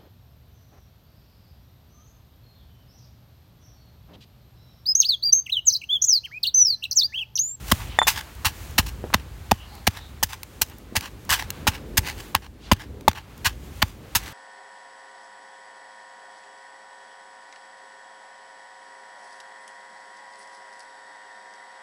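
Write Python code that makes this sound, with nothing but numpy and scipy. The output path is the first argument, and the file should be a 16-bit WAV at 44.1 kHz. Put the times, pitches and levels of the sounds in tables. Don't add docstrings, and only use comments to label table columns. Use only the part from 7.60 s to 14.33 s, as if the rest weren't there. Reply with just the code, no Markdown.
import sys
import numpy as np
from scipy import signal
from scipy.fft import rfft, irfft
from scipy.io import wavfile

SR = 44100
rng = np.random.default_rng(int(sys.argv[2]) if len(sys.argv) > 2 else 0)


def generate_wav(sig):
    pcm = np.round(np.clip(np.atleast_2d(sig).T, -1, 1) * 32767).astype(np.int16)
    wavfile.write(sys.argv[1], SR, pcm)


N = 296732
T = np.arange(int(.3 * SR)) / SR

# [t/s when it stops, crushing before that/s, settling after that/s, crunch level/dB,
# fizz level/dB, snap level/dB, hollow pitch f/Hz, contact knock level/dB, stopping knock level/dB,
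# thud level/dB]; crunch, fizz and snap levels are before the trims in pounding()
BLOWS = [(0.121, .0061, 0.0021, -17, -15.5, -43, 1030, -23, -17.5, -15.5),
         (0.481, .012, .018, -13.5, -12.5, -47, 795, -28, -27.5, -37),
         (0.858, .0105, 0.014, -16.5, -17.5, -48, 1170, -27.5, -51, -22.5),
         (1.188, 0.0082, 0.0072, -13.5, -15, -21, 1070, -50, -26, -16.5),
         (1.5444, 0.0065, 0.0029, -14.5, -20, -20, 1003, -29, -16, -21),
         (1.918, 0.0056, 0.0013, -17.5, -20.5, -39, 816, -31, -11.5, -19.5),
         (2.276, 0.0075, .0027, -15.5, -17, -27, 810, -44, -18.5, -19.5),
         (2.634, 0.0062, .0055, -21.5, -15, -17, 870, -25.5, -31.5, -29.5),
         (3.0192, 0.005, 0.0067, -22.5, -15.5, -20.5, 800, -36.5, -36.5, -32.5),
         (3.367, 0.013, 0.009, -20, -20.5, -23, 810, -31, -36, -23),
         (3.706, .014, 0.023, -18.5, -19, -22, 950, -32, -42, -28),
         (3.731, .014, 0.019, -15.5, -18, -40, 1090, -24, -54, -34),
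         (4.078, 0.009, 0.0088, -15, -17.5, -32, 887, -21.5, -28.5, -18),
         (4.38, .009, 0.0051, -16.5, -12.5, -27, 900, -48.5, -36.5, -18),
         (4.751, .0046, 0.0082, -22.5, -30.5, -15, 940, -28.5, -29.5, -26.5),
         (5.119, .0045, 0.0033, -15, -20.5, -38, 1000, -16, -16, -12.5),
         (5.483, 0.004, 0.0071, -22.5, -27, -16.5, 850, -10.5, -14, -22.5),
         (5.864, 0.019, 0.011, -15, -19, -49, 1090, -42, -48, -24),
         (6.2271, .0082, 0.002, -15.5, -24, -19, 1070, -31, -25, -20),
         (6.5569, 0.0067, 0.01, -18.5, -13.5, -42, 990, -36, -37, -25.5)]


def undb(db):
    return 10 ** (np.asarray(db) / 20)


def burst(x, db):
    energy = np.sum(x ** 2) / (.01 * SR)
    return x * undb(db) / np.sqrt(energy + 1e-18)


def add(out, s, x):
    i = max(int(s * SR), 0)
    out[i:i + len(x)] += x[:max(N - i, 0)]


def colour(x, points, size=4096):
    hz, db = np.transpose(points)
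    log_bins = np.log(np.fft.rfftfreq(size, 1 / SR) + 1)
    gain = undb(np.interp(log_bins, np.log(hz), db))
    cepstrum = irfft(np.log(gain))
    cepstrum[1:size // 2] *= 2
    cepstrum[size // 2 + 1:] = 0
    impulse = irfft(np.exp(rfft(cepstrum)))
    return signal.fftconvolve(x, impulse)[:len(x)]


def resonate(x, hz, width):
    b, a = signal.iirpeak(hz, hz / width, fs=SR)
    return signal.lfilter(b, a, x)


def ring(modes, push):
    tones = sum(undb(db - 60 * T / t60) * np.sin(2 * np.pi * hz * T) for hz, db, t60 in modes)
    return tones * (1 - np.exp(-T / push))


def swell(rise, decay, start):
    growing = start + (1 - start) * np.minimum(T / rise, 1)
    return growing * np.exp(-(np.maximum(T - rise, 0) / decay) ** 1.05)


def outdoors():
    # [f/Hz, level/dB]
    rumble = [(20, -26), (32, -48.5), (48, 4.5), (85, -2.5), (125, -8.5), (200, -20.5), (400, -56.5)]
    buffet = [(90, -10), (160, -1), (300, -2), (550, -9), (900, -26.5), (2000, -57)]
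    breeze = [(400, -4.5), (800, 8.5), (1500, 5), (3200, -1), (4500, -4), (7000, -17.5)]
    hiss = [(3000, 1.5), (5000, -2.5), (6800, 0), (8000, -2.5), (10500, -4.5), (12500, -3.5), (16000, -4)]
    # [t/s, level/dB]
    rumble_level = [(0.0, -36), (0.71, -44.5), (1.4, -38.5), (1.54, -42.5), (3.32, -49.5), (3.84, -42),
                    (4.55, -40.5), (4.85, -51.5), (5.26, -42), (5.68, -46), (5.92, -41), (6.73, -46)]
    buffet_level = [(0, -50.5), (.75, -54.5), (1.33, -48.5), (1.85, -57), (2.8, -55), (3.3, -50.5),
                    (3.55, -50), (4.35, -42.5), (4.68, -45.5), (4.85, -55.5), (5.35, -47), (5.6, -54),
                    (6.05, -48.5), (6.73, -50.5)]
    breeze_level = [(0, -53), (.4, -46.5), (.75, -49), (1.2, -52), (1.85, -53), (2.15, -52), (2.9, -58),
                    (3.6, -56.5), (3.95, -46), (4.3, -54), (4.68, -51.5), (4.88, -66), (5.1, -51.5),
                    (5.3, -58.5), (5.8, -55), (6.15, -54), (6.42, -58), (6.65, -45)]
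    hiss_level = [(0, -46.5), (.15, -40.5), (.35, -51.5), (.8, -52), (1.05, -46.5), (1.45, -55), (2.5, -57),
                  (3.0, -54.5), (3.28, -59.5), (3.9, -53), (4.3, -58), (4.649, -49), (4.9, -65),
                  (5.251, -63.5), (5.78, -58.5), (6.17, -50), (6.42, -58.5), (6.68, -51)]
    # spectrum, level, trim/dB, flutter/dB, growth from one blow to the next as the arm comes down/dB
    layers = ((rumble, rumble_level, 2.5, 2.1, 0),
              (buffet, buffet_level, 1.1, 2.1, 3),
              (breeze, breeze_level, 0.4, 1.5, 0),
              (hiss, hiss_level, 0.4, 1.2, 0))
    t, out = np.arange(N) / SR, np.zeros(N)
    knots = np.linspace(0, N / SR, num=120)
    stroke = np.interp(t, [blow[0] for blow in BLOWS], np.arange(len(BLOWS))) % 1 - .5
    for spectrum, level, trim_db, flutter_db, stir_db in layers:
        noise = colour(rng.standard_normal(N), spectrum)
        flutter = flutter_db * np.interp(t, knots, rng.standard_normal(len(knots)))
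        level_db = np.interp(t, *np.transpose(level)) + trim_db + flutter + stir_db * stroke
        out += noise / noise.std() * undb(level_db)
    return out


def swishes():
    # [t/s at the loudest, half length to 1/e/s, f/Hz, width of each of two resonances/Hz, level/dB]
    swish_table = [(0.326, 0.055, 2870, 1500, -36), (2.023, .05, 2920, 500, -41),
                   (2.136, .08, 4300, 1100, -45), (2.147, 0.11, 810, 199, -41),
                   (2.438, 0.054, 3760, 700, -43), (5.061, 0.043, 3380, 3000, -42),
                   (5.392, 0.091, 370, 293, -37)]
    out = np.zeros(N)
    for s, length, hz, width, db in swish_table:
        air = rng.standard_normal(len(T)) * np.exp(-((T - T.mean()) / length) ** 2)
        band = resonate(resonate(air, hz, width), hz, width)
        add(out, s - T.mean(), burst(band, db))
    return out


def fractures(rate, spread_db):
    happens = rng.random(len(T)) < rate / SR
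    size = undb(spread_db * np.minimum(rng.exponential(size=len(T)), 4))
    return happens * size * rng.choice([-1, 1], len(T))


def wall_echo(x):
    longest_lag_s, echo_db = .0009, -10
    lag = max(int(longest_lag_s * rng.uniform(.5, 1) * SR), 1)
    return x + undb(echo_db) * np.pad(x, (lag, 0))[:len(x)]


def salt(clicks, crunch_db, fizz_db, tilt_db):
    # [f/Hz, level/dB]
    salt_spectrum = [(200, -42), (560, -17.5), (820, 1), (1100, -1), (1350, -5), (1650, 3), (2900, -2.5),
                     (3950, -3.5), (4600, -4), (8500, -7), (10400, -8), (12500, -9.5), (14500, -5),
                     (16000, -6)]
    # [f/Hz, width/Hz, level/dB]
    bowl = [(878, 72, -2), (1060, 200, -9), (2040, 130, -12), (2884, 560, 0), (3600, 17, -11.5),
            (5980, 120, -13), (11670, 76, -2.5), (12340, 410, -1.5)]
    lean_db = tilt_db + 0.14 * np.clip(fizz_db - crunch_db, -10, 10)
    leaning = [(hz, db + lean_db * np.log2(hz)) for hz, db in salt_spectrum]
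    sound = colour(wall_echo(clicks), leaning)
    sound = sound + sum(undb(db) * resonate(sound, hz, width) for hz, width, db in bowl)
    coarse = signal.sosfilt(signal.butter(4, 5000, "low", fs=SR, output="sos"), sound)
    fine = signal.sosfilt(signal.butter(4, 5000, "high", fs=SR, output="sos"), sound)
    return burst(coarse, crunch_db) + burst(fine, fizz_db)


def rasp(rise, decay):
    knots = T[::200]
    slips = undb(3.5 * np.interp(T, knots, rng.standard_normal(len(knots))))
    return fractures(rate=3500, spread_db=3.0) * slips * swell(rise, decay, start=0.16)


def loose_salt():
    # [t/s at the loudest, rise/s, crunch level/dB,
    # fizz level/dB]
    rasps = [(.108, .04, -36, -32), (.215, 0.025, -34, -48), (.59, 0.064, -25.5, -30.5),
             (1.27, .012, -36, -34), (2.374, 0.035, -35, -41.5), (2.731, 0.043, -31.5, -34.5),
             (3.116, 0.032, -45.5, -64), (3.456, 0.058, -31.5, -38), (3.8, 0.028, -26.5, -32.5),
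             (4.155, 0.043, -32.5, -40), (4.491, 0.06, -25, -30.5), (4.6, .04, -37.5, -39.5),
             (4.836, 0.016, -41, -51), (5.21, 0.018, -36, -45), (5.573, 0.025, -32.5, -44),
             (6.291, .048, -48.5, -45), (6.68, 0.086, -34.5, -38)]
    # [t/s, crunch level/dB, fizz level/dB]
    ticks = [(2.8324, -40, -35), (3.4092, -38, -35.5), (3.8241, -31.5, -42), (3.9046, -35, -26.5),
             (5.126, -39, -25), (5.133, -31, -29), (5.4095, -51.5, -52), (5.5144, -38.5, -48),
             (5.5317, -44, -50)]
    scatter_db = -28
    strays_per_s, stray_fizz_db = 1.2, -48
    out = np.zeros(N)
    for s, _, _, crunch_db, fizz_db, *_ in BLOWS:
        crumbs = rasp(rise=0.021, decay=0.053)
        add(out, s, salt(crumbs, crunch_db + scatter_db, fizz_db + scatter_db, tilt_db=-2.0))
    for s, rise, crunch_db, fizz_db in rasps:
        add(out, s - rise, salt(rasp(rise, decay=0.019), crunch_db, fizz_db, tilt_db=-2.8))
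    stray_times = rng.uniform(0, N / SR, int(strays_per_s * N / SR))
    strays = [(s, stray_fizz_db - 23, stray_fizz_db) for s in stray_times]
    for s, crunch_db, fizz_db in list(ticks) + strays:
        crack = rng.standard_normal(len(T)) * np.exp(-T / 0.0016)
        add(out, s - .0004, salt(crack, crunch_db, fizz_db, tilt_db=0.3))
    return out


def clack(push):
    return ring([(1850, 0, 0.013)], push)


def wall_contacts():
    # [t/s, knock f/Hz, knock level/dB, clack level/dB, stone ring level/dB]
    clinks = [(.3883, 860, -14, -14, -17), (.4173, 1004, -15.5, -26.5, -42), (.4238, 920, -25, -36, -29),
              (.4305, 890, -30, -38, -23)]
    # [f/Hz, level/dB, t60/s]
    stone = [(3520, 14, 0.086), (7130, 1.5, 0.051), (8600, -3, 0.036), (9440, 6, 0.012)]
    # [t/s, f/Hz, level/dB]
    bumps = [(1.4403, 415, -28.5), (1.503, 900, -40), (1.53, 714, -35.5), (1.531, 1610, -35),
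             (3.324, 213, -35)]
    out = np.zeros(N)
    for s, hz, knock_db, clack_db, ring_db in clinks:
        knock = ring([(hz, 0, .008), (1.3 * hz, -3, .006)], push=0.0011)
        add(out, s - .0004, burst(knock, knock_db))
        add(out, s - .0004, burst(clack(push=0.00067), clack_db))
        add(out, s, burst(ring(stone, push=0.00044), ring_db))
    for s, hz, db in bumps:
        add(out, s, burst(ring([(hz, 0, 1.55 / hz)], push=0.0014), db))
        scuff = rng.standard_normal(len(T)) * np.exp(-T / 0.018)
        dull_scuff = resonate(resonate(scuff, hz, hz), hz, hz)
        add(out, s, burst(dull_scuff, db - 5.0))
    return out


def hollow(hz, push):
    # [multiple of its pitch, level/dB, t60/s]
    hollow_modes = [(0.682, 0.5, 0.011), (1.002, 15, 0.0095), (1.28, -2.5, 0.015)]
    return ring([(hz * multiple, db, t60) for multiple, db, t60 in hollow_modes], push)


def pounding():
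    # [f/Hz, level/dB, t60/s]
    rocking = [(218.7, -1, 0.043), (258, 6.5, 0.016), (555, 4, 0.01)]
    firm_db = -22.5
    collapse_after_s, collapse_s, collapse_level_db = .009, 0.0036, -22.5
    out = np.zeros(N)
    for s, crush, settle, crunch_db, fizz_db, snap_db, hz, contact_db, stop_db, thud_db in BLOWS:
        firmness_db = stop_db - firm_db
        bite = 0.56 * np.exp(-crush / 0.013)
        grains = fractures(rate=17000, spread_db=5.0) * swell(crush, settle, start=bite)
        add(out, s - crush, salt(grains, crunch_db - .6, fizz_db - .6, tilt_db=-1.8))

        snap = rng.standard_normal(len(T)) * np.exp(-T / 0.00036)
        fine_db = 0.62 * (fizz_db - crunch_db)
        add(out, s - .0005, salt(snap, snap_db - 5.5 - fine_db, snap_db - 0.5 + fine_db, tilt_db=-0.1))

        add(out, s - crush, burst(hollow(hz, push=0.0015), contact_db))
        add(out, s - .0006, burst(hollow(hz, push=0.001), stop_db))
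        add(out, s - crush / 2, burst(clack(push=0.0044), crunch_db - 10))

        thud = ring([(89.6, 0, 0.042)], push=0.016)
        add(out, s + 0.0024, -burst(thud, thud_db))
        rock_db = thud_db - 3.5 + 0.46 * firmness_db
        add(out, s + 0.0011, -burst(ring(rocking, push=0.0011), rock_db))

        grains = fractures(rate=12000, spread_db=10.0) * np.exp(-(T / collapse_s - 2) ** 2)
        collapse_db = collapse_level_db - 0.37 * firmness_db
        collapse = salt(grains, crunch_db + collapse_db, fizz_db + collapse_db, tilt_db=-1.5)
        add(out, s + collapse_after_s - 2 * collapse_s, collapse)
    return out


def scene():
    return (outdoors() + swishes() + loose_salt() + wall_contacts() + pounding())[None]


def record(dry):
    thinned = signal.sosfilt(signal.butter(3, 30, "high", fs=SR, output="sos"), dry)
    clipped = np.clip(thinned, -1, 1)
    top_cut = signal.ellip(10, .2, 70, 15900, fs=SR, output="sos")
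    return signal.sosfilt(top_cut, clipped)


dry = scene()
out = record(dry)
generate_wav(out)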